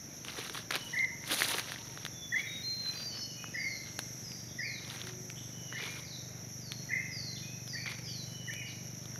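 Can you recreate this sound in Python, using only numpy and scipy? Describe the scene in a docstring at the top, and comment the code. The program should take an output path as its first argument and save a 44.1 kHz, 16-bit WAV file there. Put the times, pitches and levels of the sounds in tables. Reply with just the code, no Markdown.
"""Dry leaves crunch over a steady drone of cicadas: a slow walk in a tropical forest, heard in mono.
Each step breaks leaves in many tiny clicks; twigs snap and buried wood knocks underfoot.
One bird repeats a short rising warble, while others whistle, slur and hoot, echoing among the trees.
The cicadas' countless clicks blur into one shrill sound, and other insects buzz now and then.
Far off, a slow one-cylinder engine thuds once for each firing, in a soft wash of forest air."""
import sys
import numpy as np
from scipy import signal
from scipy.io import wavfile
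from scipy.ndimage import map_coordinates

SR = 44100
rng = np.random.default_rng(int(sys.argv[2]) if len(sys.argv) > 2 else 0)


def dump(signal):
    """Clip the signal to [-1, 1] and save it as 16-bit WAV at the path in sys.argv[1]."""
    limited = np.clip(np.atleast_2d(signal).T, -1, 1)
    pcm = np.round(limited * 32767).astype(np.int16)
    wavfile.write(sys.argv[1], SR, pcm)


N = 405499
TIME = np.arange(N) / SR


# a foot presses on the leaves: t/s at full weight, rise/s, hold/s, crush level/dB, crisp level/dB
FOOT_PRESSES = [(0.276, 0.047, 0.095, -48, -57), (0.367, 0.023, 0.1, -45.5, -52.5),
                (0.548, 0.037, .03, -42, -49.5), (0.72, 0.015, 0.029, -39, -51),
                (0.793, 0.022, 0.21, -55.5, -58.5), (1.318, 0.054, 0.022, -33, -36.5),
                (1.388, .05, 0.13, -36.5, -38.5), (1.536, 0.018, .055, -38.5, -44),
                (1.667, .03, 0.073, -44.5, -54.5), (1.78, 0.042, 0.25, -55.5, -63.5),
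                (2.376, 0.036, 0.024, -50.5, -61), (2.874, 0.16, 0.16, -51.5, -61),
                (3.146, .03, 0.036, -51.5, -68), (3.867, .04, 0.022, -52, -70),
                (4.929, 0.16, 0.03, -45.5, -54), (5.002, 0.022, 0.1, -50.5, -63),
                (5.832, 0.12, 0.055, -43.5, -57), (5.91, .03, 0.088, -50, -57.5),
                (7.859, .004, .008, -44, -67), (7.893, 0.0052, 0.0091, -42.5, -55),
                (8.69, .06, .04, -58, -70)]

def footsteps(release_s=0.031, clump_db=2.2, settling_db=-65):
    """A sole crushes leaf after leaf; thin edges crackle crisply, and bent leaves rustle back."""
    crush = crackle(per_s=3200, spread_db=3.3, lo_hz=290, hi_hz=5000, cycles=1.8)
    crisp = crackle(per_s=2600, spread_db=1.6, lo_hz=6500, hi_hz=14800, cycles=0.7)
    settling = crackle(per_s=2400, spread_db=2.0, lo_hz=1274, hi_hz=10600, cycles=1.7)
    crush = evened(band(crush, 8800, "low") * gain_of(clump_db * wander(N, 130)))
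    crisp = evened(band(crisp, 3000, "high") * gain_of(clump_db * wander(N, 130)))
    settling *= gain_of(settling_db + 3 * wander(N, 4))
    crush_power, crisp_power = np.zeros((2, N))
    for s, rise_s, hold_s, crush_db, crisp_db in FOOT_PRESSES:
        landing = 2 * (s - TIME) / rise_s
        lifting = (TIME - s - hold_s) / release_s
        weight = np.exp(-np.clip(np.maximum(landing, lifting), 0, 20))  # rises, holds at 1, dies away
        crush_power += (weight * gain_of(crush_db)) ** 2
        crisp_power += (weight * gain_of(crisp_db)) ** 2
    return crush * np.sqrt(crush_power) + crisp * np.sqrt(crisp_power) + settling


# the common tone of the crackles and snaps, from low to high: f/Hz, relative level/dB
CRACKLE_TONE = [(100, -14), (300, -4), (900, -5.5), (1800, -0.5), (2700, -3), (3900, 0.5), (5200, -8.5),
                (6300, -7.5), (8000, -20.5), (9600, -8.5), (12500, -14.5), (15500, -19.5)]

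def crackle(per_s, spread_db, lo_hz, hi_hz, cycles, leaves=16):
    """Tiny breaks of uneven size each make one leaf ring for a few cycles."""
    breaks = rng.random(N) < per_s / SR
    size = np.minimum(rng.exponential(1, N), 4)
    leaf = rng.integers(0, leaves, N)
    clicks = breaks * gain_of(spread_db * size) * rng.choice([-1, 1], N)
    out = np.zeros(N)
    for k, hz in enumerate(np.geomspace(lo_hz, hi_hz, leaves)):
        decay = np.exp(-hz / (cycles * SR))
        ringing = [1, -2 * decay * np.cos(2 * np.pi * hz / SR), decay * decay]  # a filter that rings at hz
        out += (1 - decay) * signal.lfilter([1, 0, -1], ringing, clicks * (leaf == k) + 1e-12)
    return evened(colour(out, CRACKLE_TONE))


# twigs and stiff leaves break: t/s, peak level/dB before the boost, ring f/Hz, fizz/dB against the ring
TWIG_BREAKS = [(0.2488, -34, 3740, 16), (0.2839, -31, 2980, -4), (0.3903, -33, 3790, 6),
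               (.4973, -29, 3600, -1), (0.7072, -22, 2020, -3), (0.71, -21.5, 1500, -0.5),
               (.723, -25, 2370, -9), (.7552, -20.5, 2400, 1), (0.762, -20, 2230, 1.5),
               (0.99, -32.5, 4130, -23), (1.047, -38, 3970, -18), (1.24, -37, 2060, -21),
               (1.3278, -27, 1590, 4), (1.4069, -21.5, 4440, -1), (1.4199, -15, 1870, -8),
               (1.504, -32, 3930, 0), (1.5843, -24, 2050, -2), (1.5963, -24, 2300, 2),
               (1.7199, -29, 1660, -5), (1.9751, -32.5, 1440, -10), (2.0513, -24.5, 3530, 0),
               (2.064, -28.5, 1910, 0), (3.4423, -33, 1350, -18), (3.9903, -28.5, 1710, -1.5),
               (3.9911, -21.5, 4200, 1), (4.3183, -40, 2700, -14), (4.9007, -34.5, 3650, -16),
               (5.016, -32, 3350, -10), (5.071, -33.5, 1660, 0), (5.301, -33, 2500, -2),
               (5.726, -31.5, 1610, -14), (6.72, -26, 3860, 8), (7.6768, -36, 5000, 18),
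               (7.86, -34, 1820, -16), (7.9878, -39, 2294, 8), (8.5367, -32.5, 2440, 15),
               (9.057, -38, 3680, 0), (9.159, -38, 1520, -4)]

def snaps(ring_s=0.00065, crack_s=0.0008, fibres_s=0.0085, fibres_db=-17, boost_db=4.5):
    """A breaking twig rings very briefly, with a sharp crack and a short trail of tearing fibres."""
    out, t = np.zeros(N), np.arange(SR // 30) / SR
    for s, db, hz, fizz_db in TWIG_BREAKS:
        ring = np.sin(2 * np.pi * hz * t) * np.exp(-t / ring_s)
        tearing = np.exp(-t / crack_s) + gain_of(fibres_db) * np.exp(-t / fibres_s)
        fizz = gain_of(fizz_db) * rng.standard_normal(len(t)) * tearing
        snap = colour(ring + fizz, CRACKLE_TONE)
        add(out, s, gain_of(db + boost_db) * snap / abs(snap).max())
    return out


# a foot hits buried wood: t/s, level/dB before fading, f/Hz
WOOD_KNOCKS = [(0.387, -29, 428), (.503, -38, 423), (1.31, -32.5, 286), (1.545, -31, 413)]

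def knocks(ring_s=0.004, rise_s=0.00078):
    """Wood under the leaves gives one low, hollow note that dies at once."""
    out, t = np.zeros(N), np.arange(SR // 8) / SR
    for s, db, hz in WOOD_KNOCKS:
        fade = np.exp(-t / ring_s) * (1 - np.exp(-t / rise_s))
        add(out, s, gain_of(db) * np.sin(2 * np.pi * hz * t) * fade)
    return out


# the main bird's calls: t/s, length/s, top f/Hz, climb/s, then level/dB of start, middle, end and echo
WARBLE_CALLS = [(0.923, 0.14, 2079, 0.013, -38.5, -31, -31.5, -41),
                (2.312, 0.14, 2360, 0.075, -33.5, -33, -52, -43),
                (3.532, 0.16, 2122, 0.02, -40.5, -41.5, -43, -41.5),
                (4.578, 0.11, 2370, 0.039, -40.5, -43, -47, -42.5),
                (5.722, 0.15, 2365, 0.047, -45, -51, -57, -44.5),
                (6.88, .125, 2067, 0.0056, -43.5, -36, -36, -39),
                (7.724, 0.16, 2410, 0.024, -44, -73, -38.5, -46.5),
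                (8.469, 0.16, 2413, 0.022, -43.5, -76, -41.5, -47)]

def warbler(trill_hz=31.3, trill_depth_hz=125, trill_fade_s=0.14, attack_s=0.016, far_echo_db=-9):
    """A whistle starts low, climbs and drops back, with a fast wobble in pitch that fades."""
    open_hz, open_s, close_hz, close_s = 1870, 0.033, 2057, 0.0341
    out = np.zeros(N)
    for s, length, top_hz, climb_s, start_db, middle_db, end_db, echo_db in WARBLE_CALLS:
        t = np.arange(0, length, 1 / SR)
        n = len(t)
        climb = np.interp(t, [open_s, open_s + climb_s], [open_hz, top_hz])
        pitch = close_hz + (climb - close_hz) * np.minimum((length - t) / close_s, 1)
        beats = trill_hz * t + 0.06 * wander(n, 24.3)
        wobble = -trill_depth_hz * np.cos(2 * np.pi * beats) * np.exp(-t / trill_fade_s)
        hz = pitch + wobble + 22 * wander(n, 300)
        level = np.interp(t, [open_s, length / 2, length], [start_db, middle_db, end_db])
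        level += 3.45 * wander(n, 160.6)
        fade = np.minimum(t / attack_s, 1) ** 2 * signal.windows.tukey(n, 0.06)
        add(out, s, gain_of(level) * evened(fade * sine(hz)))
        # the direct sound changes as the bird turns; the trees get the whole call evenly
        scattered = gain_of(echo_db) * evened(fade * sine(hz + 25 * wander(n, 392)))
        add(out, s, trees(scattered, echo_s=0.63, onset_s=0.0024))
        add(out, s, gain_of(far_echo_db) * trees(scattered, echo_s=1.63))
    return out


# a ladder of notes: t/s, length/s, f/Hz, bend/Hz, level/dB, swell over the note/dB
LADDER_NOTES = [(2.115, 0.16, 3475, -60, -53.5, 14), (2.299, 0.13, 3396, -28, -50, 0),
                (2.452, .14, 3765, 30, -46, 11), (2.615, 0.23, 4159, -11, -41.5, 1),
                (2.828, 0.082, 4093, 14, -40, 14), (2.937, 0.172, 4690, 79, -46.5, 9),
                (3.07, 0.22, 4425, -200, -49.5, -3), (3.103, 0.16, 5240, 40, -47, 14)]

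def ladder_bird():
    """A bird whistles clean notes that step upward, each echoing on under the next."""
    out = np.zeros(N)
    for s, length, hz, bend_hz, db, swell_db in LADDER_NOTES:
        pitch = glide(length, hz - bend_hz / 2, hz + bend_hz / 2)
        add(out, s, whistle(pitch, db, swell_db, quaver_hz=8, echo_db=-4, taper=0.35, flutter_db=1.8))
    return out


# falling calls: t/s, length/s, slide start f/Hz, slide end f/Hz, level/dB before the fade-in
SLUR_CALLS = [(3.503, 0.32, 5030, 3960, -50.5), (4.213, 0.16, 4750, 4680, -50),
              (4.559, 0.25, 5070, 3600, -49.5), (6.583, 0.24, 4200, 4220, -55),
              (7.082, .28, 4820, 4000, -47.5), (7.654, 0.2, 4405, 4410, -48),
              (8.012, .24, 4980, 3790, -49.5)]

def slurring_bird(start_hz=5750, drop_s=0.05, fade_in_s=0.055):
    """A whistle fades in at the cicadas' pitch, then drops quickly into a slower slide."""
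    out = np.zeros(N)
    for s, length, slide_hz, end_hz, db in SLUR_CALLS:
        slide = glide(length, slide_hz, end_hz)
        drop = (start_hz - slide_hz) * np.exp(-TIME[:len(slide)] / drop_s)
        slur = whistle(slide + drop, db, swell_db=-3, quaver_hz=48, echo_db=-1, taper=0.3)
        add(out, s, slur * np.minimum(TIME[:len(slur)] / fade_in_s, 1))
    return out


# long, sagging whistles: t/s, length/s, level/dB
SAGGING_CALLS = [(0.771, .125, -52.5), (3.051, 0.46, -57.5), (5.496, 0.37, -57.5), (8.228, 0.53, -56.5)]
# soft, rising whistles: t/s, level/dB
RISING_CALLS = [(2.869, -61), (3.361, -59), (6.888, -54.5), (7.411, -58)]
# quick, hoarse chirps: t/s, length/s, start f/Hz, end f/Hz, level/dB
HOARSE_CHIRPS = [(4.476, 0.06, 3590, 3430, -62.5), (5.354, 0.046, 2920, 3600, -56),
                 (6.035, 0.15, 5060, 3540, -54.5), (7.359, 0.023, 4000, 3000, -50.5),
                 (8.072, 0.032, 3130, 3660, -54), (8.657, 0.062, 4720, 3840, -57.5)]

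def far_birds():
    """Distant birds whistle and chirp, half lost in their echoes."""
    out = np.zeros(N)
    for s, length, db in SAGGING_CALLS:
        pitch = glide(length, from_hz=3025, to_hz=2890)
        add(out, s, whistle(pitch, db, swell_db=10.5, quaver_hz=54, echo_db=-1.5))
    for s, db in RISING_CALLS:
        pitch = glide(length_s=0.169, from_hz=2440, to_hz=2590)
        add(out, s, whistle(pitch, db, swell_db=0, quaver_hz=43.8, echo_db=-2))
    for s, length, from_hz, to_hz, db in HOARSE_CHIRPS:
        pitch = glide(length, from_hz, to_hz)
        add(out, s, whistle(pitch, db, swell_db=2, quaver_hz=230, echo_db=2.5))
    return out


# runs of faint hoots: t/s, length of the run/s, f/Hz, level/dB
HOOT_RUNS = [(.827, .42, 938, -61.5), (1.79, .14, 920, -62.5)]

def hoots(every_s=0.094, hoot_s=0.056, coo_at_s=4.998):
    """Birds deep in the forest give evenly spaced hoots and one low coo."""
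    out = np.zeros(N)
    for start, length, hz, db in HOOT_RUNS:
        for s in np.arange(start, start + length, every_s):
            add(out, s, whistle(glide(hoot_s, hz, hz), db, swell_db=0, quaver_hz=3, echo_db=-9))
    coo_pitch = glide(length_s=0.3, from_hz=367, to_hz=367)
    add(out, coo_at_s, whistle(coo_pitch, db=-65, swell_db=-1, quaver_hz=5.2, echo_db=5))
    return out


def whistle(pitch, db, swell_db, quaver_hz, echo_db, taper=0.34, flutter_db=2.5):
    """One note of a far bird: it trembles in pitch and loudness and echoes in the trees."""
    n = len(pitch)
    level = np.linspace(0, swell_db, n) + flutter_db * wander(n, 74.6)
    shape = signal.windows.tukey(n, taper) * gain_of(level)
    note = gain_of(db) * evened(shape * sine(pitch + quaver_hz * wander(n, 263)))
    sound = gain_of(echo_db) * trees(note, echo_s=0.74)
    add(sound, 0, note)
    return sound


# the ring of cicada bodies, with a second peak an octave up: f/Hz, relative level/dB
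CHORUS_TONE = [(4700, -29), (5150, -14), (5450, 1), (5750, 0), (6100, -0.5), (6350, -6), (6800, -9.5),
               (7700, -29.5), (9900, -48.5), (10900, -9.5), (11400, -25), (12200, -17), (13200, -19.5),
               (15500, -44)]
# the nearest cicadas, which stand out: f/Hz, width/Hz, level/dB
NEAR_CICADAS = [(5754, 225, -54), (5890, 47, -61.5), (6355, 92, -61), (11450, 280, -66)]

def cicadas(clicks_per_s=14000, chorus_db=-52, throb_db=0.88, drift_db=0.36, waver_hz=35):
    """Cicadas click tiny drum skins into one shrill drone; a few near bodies ring at their own pitch."""
    clicks = rng.standard_normal(N) * (rng.random(N) < clicks_per_s / SR)
    out = evened(colour(clicks, CHORUS_TONE)) * gain_of(chorus_db)
    for hz, width_hz, db in NEAR_CICADAS:
        turns = np.cumsum(hz + waver_hz * wander(N, 4)) / SR
        noise = rng.standard_normal(N) + 1j * rng.standard_normal(N)
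        rasp = band(noise, width_hz / 2, "low")
        ring = (rasp * np.exp(2j * np.pi * turns)).real  # moves the rasp up to the cicada's pitch
        out += gain_of(db + 0.39 * wander(N, 6.1)) * evened(ring)
    return out * gain_of(throb_db * wander(N, 14) + drift_db * wander(N, 1.85))


# single insects: t/s, length/s, f/Hz, width/Hz, level/dB
INSECT_BUZZES = [(2.1, 1.15, 14900, 1400, -67), (3.74, 0.79, 7800, 160, -74), (4.103, 1.5, 8700, 227, -83),
                 (5.12, 0.55, 7720, 200, -72), (7.9, 1, 8760, 250, -78)]

def buzzes():
    """Thin, high insect buzzes fade in and out above the cicadas."""
    out = np.zeros(N)
    for s, length, hz, width_hz, db in INSECT_BUZZES:
        tone = sine(glide(length, hz, hz))
        rasp = band(rng.standard_normal(len(tone)), width_hz / 2, "low")
        fade = signal.windows.tukey(len(tone), 0.5)
        add(out, s, gain_of(db) * evened(rasp * tone * fade))
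    return out


# how often the engine fires: t/s, rate/Hz
FIRING_RATE = [(0, 23.5), (2, 23.5), (3, 23.6), (3.6, 23.9), (4.3, 24.7), (5, 24.4), (6.3, 24.6),
               (7.4, 24.3), (9.19, 24.35)]
# the tone of one exhaust thud through the trees: f/Hz, relative level/dB
EXHAUST_TONE = [(24, -48), (48, -35), (73, -26), (98, -4.5), (122, 5), (146, 1.5), (170, 0), (195, -12.5),
                (222, -5.5), (246, -15), (272, -11), (325, -11.5), (420, -24.5), (900, -64)]
# the engine's deep boom grows: t/s, gain of the bass/dB
BOOM_GAIN = [(0.3, -60), (0.47, -56.5), (8.34, -46.5), (9.0, -48.5)]

def engine(boom_below_hz=193, upper_db=-49.5, uneven_db=0.06, puff_cycles=0.8, chuff_db=-67):
    """Each slightly uneven firing sends a thud and a puff of rough gas out of the exhaust."""
    cycles = np.cumsum(follow(FIRING_RATE)) / SR + 0.013 * wander(N, 20)
    count = np.floor(cycles)
    firings = np.diff(count, prepend=count[0]) * gain_of(uneven_db * wander(N, 25))
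    thuds = evened(colour(firings, EXHAUST_TONE))
    boom = signal.sosfiltfilt(signal.butter(4, boom_below_hz, fs=SR, output="sos"), thuds)
    exhaust = gain_of(follow(BOOM_GAIN)) * boom + gain_of(upper_db) * (thuds - boom)
    puffs = rng.standard_normal(N) * np.exp(-(cycles % 1) / puff_cycles)
    chuff = evened(band(band(puffs, 280, "low"), 146, "high"))
    echo = gain_of(-17) * trees(exhaust, echo_s=0.22)[:N]
    return exhaust + gain_of(chuff_db) * chuff + echo


# the tone of far forest air: f/Hz, relative level/dB
AIR_TONE = [(20, -33), (33, -9), (52, -5.5), (110, 7), (200, 3), (350, -4.5), (600, -4), (1100, -15.5),
            (2200, -10), (3000, -23.5), (4800, -24), (8000, -47), (15000, -28)]

def air(level_db=-53.5, swell_db=0.7):
    """The far forest makes a soft wash of noise that wavers a little."""
    wash = evened(colour(rng.standard_normal(N), AIR_TONE))
    return wash * gain_of(level_db + swell_db * wander(N, 8.6))


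def trees(x, echo_s, onset_s=0.0043):
    """Trunks and leaves scatter echoes that fall 60 dB in echo_s; the result is one second longer."""
    t = np.arange(SR) / SR
    bounces = rng.standard_normal(SR) * (rng.random(SR) < 0.1)
    bounces *= np.exp(-np.log(1000) * t / echo_s) * (1 - np.exp(-t / onset_s))
    echo = signal.fftconvolve(x, bounces)
    return echo * np.linalg.norm(x) / (np.linalg.norm(echo) + 1e-20)


def gain_of(db):
    """Turns decibels into a number to multiply by."""
    return 10 ** (np.asarray(db) / 20)


def evened(x):
    """Scales a sound to an average strength (rms) of 1."""
    return x / np.sqrt(np.mean(x ** 2) + 1e-20)


def follow(rows):
    """Joins (time, value) points with straight lines."""
    return np.interp(TIME, *np.transpose(rows))


def add(mix, s, sound):
    """Mixes a sound in at s seconds."""
    part = mix[max(round(s * SR), 0):][:len(sound)]
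    part += sound[:len(part)]


def wander(n, per_s):
    """A smooth random curve of size about 1, with per_s new values a second."""
    at = np.arange(n) / SR * per_s
    return map_coordinates(rng.standard_normal(4096), [at], order=2, mode="wrap")


def colour(x, tone, size=8192):
    """Gives a sound the tone in a table; the filter rings after each click, never before."""
    tone_hz, tone_db = np.transpose(tone)
    hz = abs(np.fft.fftfreq(size, 1 / SR))
    db = np.interp(np.log(hz + 1), np.log(tone_hz + 1), tone_db)
    spectrum = np.exp(np.conj(signal.hilbert(np.log(gain_of(db)))))
    ring = np.fft.ifft(spectrum).real[:size // 2]
    return signal.oaconvolve(x, ring / np.linalg.norm(ring))[:len(x)]


def band(x, hz, kind):
    """Gently keeps what lies below ("low") or above ("high") hz."""
    return signal.sosfilt(signal.butter(2, hz, kind, fs=SR, output="sos"), x)


def sine(hz):
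    """A pure tone that follows a pitch curve."""
    return np.sin(2 * np.pi * np.cumsum(hz) / SR)


def glide(length_s, from_hz, to_hz):
    """A straight slide from one pitch to another."""
    return np.linspace(from_hz, to_hz, int(length_s * SR))


def scene():
    """Near feet with a faint echo, among birds, insects and the engine; both channels are the same."""
    feet = footsteps() + snaps() + knocks()
    birds = warbler() + ladder_bird() + slurring_bird() + far_birds() + hoots()
    feet_echo = gain_of(-16) * trees(feet, echo_s=0.83)[:N]
    mono = feet + feet_echo + birds + cicadas() + buzzes() + engine() + air()
    return np.array([mono, mono])


def record(dry):
    """Cuts away the very highest treble, above 15600 Hz."""
    low_pass = signal.firwin(511, 15600, window=("kaiser", 9), fs=SR)
    return signal.oaconvolve(dry, low_pass[None], "same", axes=1)


dry = scene()
out = record(dry)
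dump(out)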